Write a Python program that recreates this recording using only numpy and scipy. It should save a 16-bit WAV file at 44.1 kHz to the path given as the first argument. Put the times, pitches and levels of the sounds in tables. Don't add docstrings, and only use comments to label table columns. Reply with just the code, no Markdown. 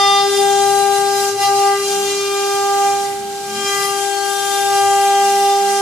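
import sys
import numpy as np
from scipy import signal
from scipy.fft import rfft, irfft, next_fast_len
from scipy.io import wavfile
from scipy.ndimage import uniform_filter1d

SR = 44100
rng = np.random.default_rng(int(sys.argv[2]) if len(sys.argv) > 2 else 0)


def to_wav(s):
    ch = np.atleast_2d(s).T
    pcm = np.round(np.clip(ch, -1, 1) * 32767)
    wavfile.write(sys.argv[1], SR, pcm.astype(np.int16))


def voltage_ratio(level):
    return 10 ** (np.asarray(level, float) / 20)


N = 256219
SHAFT_HZ = 399.0
STEP = 32

# t/s, depth as chip hiss level/dB, grip as edge orders over the hiss/dB
CUT_DEPTH = [(0.0, -29.5, 12), (.19, -30, 11.5), (.25, -29, 4), (.45, -27.5, 0.5), (1.29, -27, -4.5),
             (1.37, -33.5, 1.1), (1.43, -26, 7.5), (1.56, -27.5, -2.5), (2.1, -27.5, 3.5),
             (2.85, -27.5, -4.5), (3.06, -33.5, -3.5), (3.25, -40.5, -7.5), (3.4, -37, -12),
             (3.5, -33, -4.5), (3.75, -26.5, 3.5), (3.95, -30, -2), (4.7, -27.5, -4), (5.81, -28.5, 0.2)]
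# f/Hz, left minus right/dB
STEREO_LEAN = [(60, 5), (110, 3.5), (200, 2.5), (370, -1.5), (680, 2.5), (1240, 4), (2280, 1), (4170, -6),
               (7650, -3.5), (14000, 19.5)]


def curves(table):
    s, *columns = np.transpose(table)
    return [np.interp(np.arange(N) / SR, s, column) for column in columns]


def slew(rate, count=1):
    hold = max(int(SR / STEP / rate), 2)
    held = np.repeat(rng.standard_normal((count, N // STEP // hold + 2)), hold, axis=1)
    slewed = uniform_filter1d(uniform_filter1d(held, hold, axis=1), hold, axis=1)
    return slewed[:, :N // STEP + 2] / slewed.std()


def fill(rows):
    return np.array([np.interp(np.arange(N), STEP * np.arange(len(row)), row) for row in rows])


def walk(rate, count=1):
    return fill(slew(rate, count=count))


def read(table, hz):
    f, value = np.transpose(table)
    return np.interp(np.log(hz), np.log(f), value)


def pan(db):
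    return voltage_ratio(np.array([db, -db]) / 2)


def node_db(k):
    # t/s, spread/s, order f/Hz, change/dB
    order_nodes = [(.4, .03, 399, 3), (1.39, 0.016, 399, -13), (1.455, .03, 399, -18), (.3, 0.021, 798, -16),
                   (.37, 0.014, 798, -13), (.33, 0.062, 798, -7.5), (1.33, 0.024, 798, -17),
                   (1.37, 0.016, 798, -6), (1.47, 0.046, 798, 3.5), (1.795, 0.039, 798, -17),
                   (1.86, 0.053, 798, -7), (2.2, 0.14, 798, -11.5), (5.34, .08, 798, -1.5),
                   (.1, .12, 1197, 2), (.45, 0.15, 1197, -6), (1.4, 0.053, 1197, -10),
                  (1.67, 0.11, 1197, 6.5), (1.89, 0.037, 1197, -16), (2.08, 0.18, 1197, -11.5),
                  (2.75, 0.21, 1197, 7), (3.3, .12, 1197, -7), (3.9, 0.087, 1197, 6.5),
                  (4.1, 0.069, 1197, -11), (4.63, .04, 1197, -10), (4.8, 0.32, 1197, 5),
                  (5.37, .05, 1197, -5), (5.65, 0.06, 1197, -8), (.1, .15, 1596, -6),
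                  (.4, 0.015, 1596, -15), (1.37, .04, 1596, -7), (1.46, 0.028, 1596, -16),
                  (1.59, 0.042, 1596, -17), (1.84, 0.045, 1596, -11), (2.14, 0.2, 1596, -11),
                  (3.0, 0.44, 1596, -3.5), (3.87, .03, 1596, -9), (4.45, 0.44, 1596, 3),
                  (5.52, 0.12, 1596, -8)]
    port_gap_s = 0.0048
    t = np.arange(N) / SR + port_gap_s * np.array([[.5], [-.5]])
    change = 0
    for s, spread, hz, db in order_nodes:
        if round(hz / SHAFT_HZ) == k:
            change = change + db * np.exp(-((t - s) / spread) ** 2)
    return change


def order(k, turn, db, pan_db, wobble, lag):
    drift = lag * walk(1.163)[0] * np.array([[.5], [-.5]])
    tremble = 1 + wobble * walk(60., count=2)
    tone = np.sin(k * turn + drift + rng.uniform(0, 2 * np.pi))
    return np.sqrt(2) * voltage_ratio(db) * pan(pan_db) * tremble * tone


def panel_drum(turn, pan_db):
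    # t/s, order 1 level/dB, order 2 level/dB
    drum_levels = [(0.0, -24, -15), (.21, -23, -15), (.28, -17, -15), (.86, -20, -15.5), (1.28, -21, -20.5),
                   (1.68, -19.5, -13), (1.85, -20.5, -20), (2.45, -20, -23), (2.86, -22, -14),
                   (3.2, -28, -27), (3.47, -30, -28), (3.65, -25, -28.5), (4.05, -25, -21.5),
                   (4.42, -27.5, -23.5), (4.8, -20.5, -14), (5.08, -21.5, -13), (5.5, -20, -13.5),
                   (5.81, -21.5, -18.5)]
    first_db, second_db = curves(drum_levels)
    first = order(1, turn, first_db + node_db(1), pan_db, 0.016, 0.59)
    second = order(2, turn, second_db + node_db(2), pan_db, 0.038, 0.38)
    return first + second


def bite(turn, chip_db, upper_db, pan_db):
    third = order(3.002, turn, upper_db - 0.6 + node_db(3), pan_db / 3, 0.09, 0.55)
    fourth = order(4, turn, chip_db - 3 + node_db(4), pan_db / 3, 0.08, 0.45)
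    return third + fourth


def spot_db(k):
    panel_spots = [(-.08, 0.73, 3591, 10), (-.08, 0.25, 3990, -9), (0.58, 0.69, 3990, 10),
                   (1.05, 0.26, 5187, 11.5), (1.3, 0.34, 3591, -9), (1.37, 0.33, 3192, -6),
                   (1.66, 0.21, 1995, 8.5), (1.68, 0.22, 3591, -13), (1.81, 0.3, 1995, -12),
                   (2.11, 0.61, 2394, 9.5), (2.12, 0.4, 1995, -8), (2.81, 0.24, 2394, 11.5),
                   (3.04, 0.21, 1995, 7), (3.08, 0.72, 2394, 12), (3.44, 0.53, 3591, -8),
                   (3.55, 0.3, 7182, 14), (3.52, 0.27, 3192, 9), (3.48, 0.27, 5187, 12),
                   (3.62, 0.27, 2793, -6), (3.69, 0.25, 5586, -8), (3.7, 0.3, 1995, 7),
                   (4.13, 0.22, 4389, 11), (4.22, 0.35, 7182, 10), (4.31, 0.18, 1995, -11),
                   (4.33, 0.42, 3591, 9), (4.41, 0.55, 2394, 8.5), (4.72, 0.34, 7182, 5),
                   (4.73, 0.35, 2793, 6.5), (5.1, 0.36, 2793, 4.5), (5.35, 0.24, 3591, 7),
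                   (-.08, .6, 4788, 4.4),
        (-.08, .6, 5187, 6),
        (-.08, 0.36, 5985, 7),
        (1.3, 1.25, 3990, 2.7),
        (3.9, 1.4, 3192, 5.4),
        (4.55, 0.77, 1995, 5.6),
    ]
    t, out = np.arange(N) / SR, np.zeros(N)
    for s, length, hz, db in panel_spots:
        if round(hz / SHAFT_HZ) == k:
            out += db * np.clip(np.minimum(t - s + 0.042, s + length - t) / 0.099, 0, 1)
    return out


def upper_orders(turn, low_db, high_db, fade=0.2, flutter=0.45, rough=0.42):
    order_levels = [(1, -4), (2, 0), (3, -11), (4, -15), (5, -14), (6, -21.5), (7, -15), (8, -13.5),
                    (9, -16.5), (10, -17.5), (11, -18.5), (12, -18), (13, -19.5), (14, -27), (15, -23.5),
                    (16, -22), (17, -25.5), (18, -27.5), (19, -26), (20, -30.5), (21, -30.5)]
    upper = order_levels[4:]
    out, total = 0, np.sqrt(np.sum(voltage_ratio(2 * np.transpose(upper)[1])))
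    for k, db in upper:
        slow, quick, grain = slew(4.0, count=4), slew(35., count=4), slew(140., count=4)
        spot = spot_db(k)
        firm = voltage_ratio(-.4 * np.clip(spot + low_db - high_db, -3, 20))
        smear = (k / 10) ** 1.3 * (flutter * quick + rough * grain)
        wander = firm * fill(fade * slow + smear)
        phase = rng.uniform(0, 2 * np.pi) + .5j * rng.standard_normal((2, 1))
        paths = np.exp(1j * rng.uniform(0, 2 * np.pi) * 0 + 1j * phase.real + phase.imag * 1j)
        paths = paths + wander[:2] + 1j * wander[2:]
        share = np.clip((k - 14) / 5, 0, 1)
        level = voltage_ratio(db + spot + (1 - share) * low_db + share * high_db) / total
        lean = pan(read(STEREO_LEAN, k * SHAFT_HZ)).reshape(2, 1)
        out = out + level * lean * np.imag(paths * np.exp(1j * k * turn))
    return out


def hiss(shape, gate, flicker_db, flicker_rate, repeat=0):
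    # f/Hz, likeness of left and right (0-1)
    port_likeness = [(60, 0.92), (300, .85), (1000, 0.47), (3000, 0), (7000, 0.25), (14000, 0)]
    # f/Hz, width/Hz, change/dB
    noise_hollows = [
        (560, 60, -4),
        (980, 70, -7),
        (1800, 90, -10),
        (3420, 100, -9),
        (3790, 90, -6),
    ]
    size = next_fast_len(N)
    hz = np.maximum(np.arange(size // 2 + 1) * SR / size, 1)
    like = np.clip(read(port_likeness, hz), 0, 1)
    mid, side = rfft(gate * rng.standard_normal((2, N)), size)
    pair = np.sqrt(1 + like) * mid + np.sqrt(1 - like) * side * np.array([[1], [-1]])
    pair = pair * voltage_ratio(read(shape, hz)) * pan(read(STEREO_LEAN, hz))
    repeat = repeat / (1 + (hz / 7500) ** 4)
    pair = pair / (1 - repeat * np.exp(-2j * np.pi * hz / SHAFT_HZ))
    pair = pair * voltage_ratio(sum(db * np.exp(-((hz - f) / width) ** 2) for f, width, db in noise_hollows))
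    place = 2 * np.log2(hz / shape[0][0])
    count = int(2 * np.log2(shape[-1][0] / shape[0][0])) + 2
    flicker = voltage_ratio(flicker_db * walk(flicker_rate, count=count))
    out = 0
    for k in range(count):
        band = np.clip(1 - abs(place - k), 0, 1)
        out = out + flicker[k] * irfft(pair * band, size)[:, :N]
    return out / np.sqrt(np.mean(out.mean(axis=0) ** 2))


def chip_hiss(turn, chip_db, pan_db):
    # f/Hz, level/dB per Hz
    chip_spectrum = [(450, -15), (900, -10.5), (1800, -12.5), (2600, -8.5), (3400, -7.5), (4300, -8),
                     (5500, -3.5), (6500, -2.5), (8000, -8.5), (9500, -7), (10700, -13.5), (12000, -16.5),
                     (14200, -24.5)]
    puff = 1 + .3 * np.cos(turn)
    chips = hiss(chip_spectrum, puff, 1.76, 11., repeat=0.55)
    chips = voltage_ratio(chip_db - 0.23) * pan(0.9 * pan_db) * chips
    treble = signal.sosfilt(signal.butter(2, 8500, "high", fs=SR, output="sos"), chips)
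    treble_db = .25 * (chip_db + 28) + 1.2 * walk(7.)[0]
    return chips + (voltage_ratio(treble_db) - 1) * treble


def spindle():
    # t/s, orders 1 and 2 left minus right/dB, turn for the higher sounds left minus
    # right/dB
    hand_turns = [
        (0, 2, -2.5),
        (.9, 7, 0.5),
        (1.4, 2.5, -2.2),
        (1.9, 2, 2.5),
        (3.1, -2.5, 5),
        (3.6, 2.1, 3.5),
        (4.3, 9, 8.5),
        (4.7, 3, 5),
        (5.81, -3, 1.5),
    ]
    chip_db, grip_db = curves(CUT_DEPTH)
    drum_pan, high_pan = curves(hand_turns)
    upper_db = chip_db + grip_db
    pan_db = 3 + 0.21 * high_pan
    turn = 2 * np.pi * np.cumsum(SHAFT_HZ + 0.2496 * walk(2.5)[0]) / SR
    tones = panel_drum(turn, drum_pan) + bite(turn, chip_db, upper_db, pan_db)
    whine = pan(1.7 * pan_db) * upper_orders(turn, upper_db - .5, chip_db + 2.5)
    wood_grain = voltage_ratio(.9 * walk(18.)[0])
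    return tones + (whine + chip_hiss(turn, chip_db, pan_db)) * wood_grain


def workshop():
    # f/Hz, level/dB per Hz
    air_spectrum = [(20, -39), (60, -22), (95, -29), (115, -16), (200, -17.5), (340, -16.5), (520, -18.5),
                    (720, -17), (1000, -22), (1600, -20), (3300, -19), (5000, -23.5), (8000, -24),
                    (14200, -37)]
    # t/s, change/dB
    gantry_load = [
        (0, -1),
        (.6, 3),
        (2.5, -1.5),
        (2.85, 0.5),
        (3.8, 1.9),
        (4.2, -6),
        (4.7, -0.3),
        (5.81, -1.5),
    ]
    air = voltage_ratio(-36.5) * hiss(air_spectrum, 1, 1.74, 3.1)
    bass = signal.sosfiltfilt(signal.butter(3, 330, fs=SR, output="sos"), air)
    return air + (voltage_ratio(curves(gantry_load)[0]) - 1) * bass


def bearings():
    # f/Hz, width/Hz, level/dB, loudest t/s, spread/s
    whistles = [
        (7900, 110, -43.5, 4.6, 1.2),
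        (8900, 70, -48, .9, 1.0),
        (10170, 110, -44, 4.55, .7),
        (10870, 50, -51, .6, .6),
    ]
    t, out = np.arange(N) / SR, 0
    for hz, width, db, s, spread in whistles:
        sway = walk(2.5 * width, count=2)
        swell_db = -9.2 * np.tanh(((t - s) / spread) ** 2)
        level = voltage_ratio(db + 1.2 * walk(2.78)[0] + swell_db)
        out = out + level * np.imag((sway[0] + 1j * sway[1]) * np.exp(2j * np.pi * hz * t))
    load = voltage_ratio(0.57 * (curves(CUT_DEPTH)[0] + 32.0))
    return out * load * pan(np.array([16.0]))


def axes():
    motor_notes = [(0.599, 0.31, 118, 121, -46), (1.15, 0.18, 200, 204, -46.5), (1.3, .3, 112, 112.5, -44),
                   (1.901, 0.17, 200, 195, -41.5), (1.92, 0.29, 285, 299, -44),
                   (2.281, 0.21, 348, 346, -46), (2.75, 0.24, 290, 281.6, -44.5),
                   (3.15, 0.26, 215, 203, -42.5), (3.45, 0.21, 210, 217.8, -38),
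                   (3.55, 0.28, 245.5, 320, -45), (3.95, 0.59, 348, 345, -43.5),
                   (4.421, .24, 345, 274, -44.5), (4.679, 0.35, 110, 124.4, -43),
                   (5.179, 0.35, 215, 194.6, -39.5), (5.599, 0.28, 195, 215, -40.5)]
    out, rough = np.zeros(N), 1 + 0.32 * walk(22.)[0]
    for s, length, hz0, hz1, db in motor_notes:
        i = np.arange(int(s * SR), min(int((s + length) * SR), N))
        phase = 2 * np.pi * np.cumsum(np.linspace(hz0, hz1, len(i))) / SR
        swell = np.sin(np.linspace(0, np.pi, len(i))) ** 0.36
        out[i] += voltage_ratio(db) * swell * np.sin(phase)
    return out * rough * pan(np.array([3.0]))


def scene():
    return spindle() + workshop() + bearings() + axes()


def top_cut(x):
    return signal.sosfilt(signal.butter(12, 14460, fs=SR, output="sos"), x)


def record(dry):
    steep = signal.ellip(12, .2, 80, 14250, fs=SR, output="sos")
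    return top_cut(signal.sosfilt(steep, dry))


dry = scene()
out = record(dry)
to_wav(out)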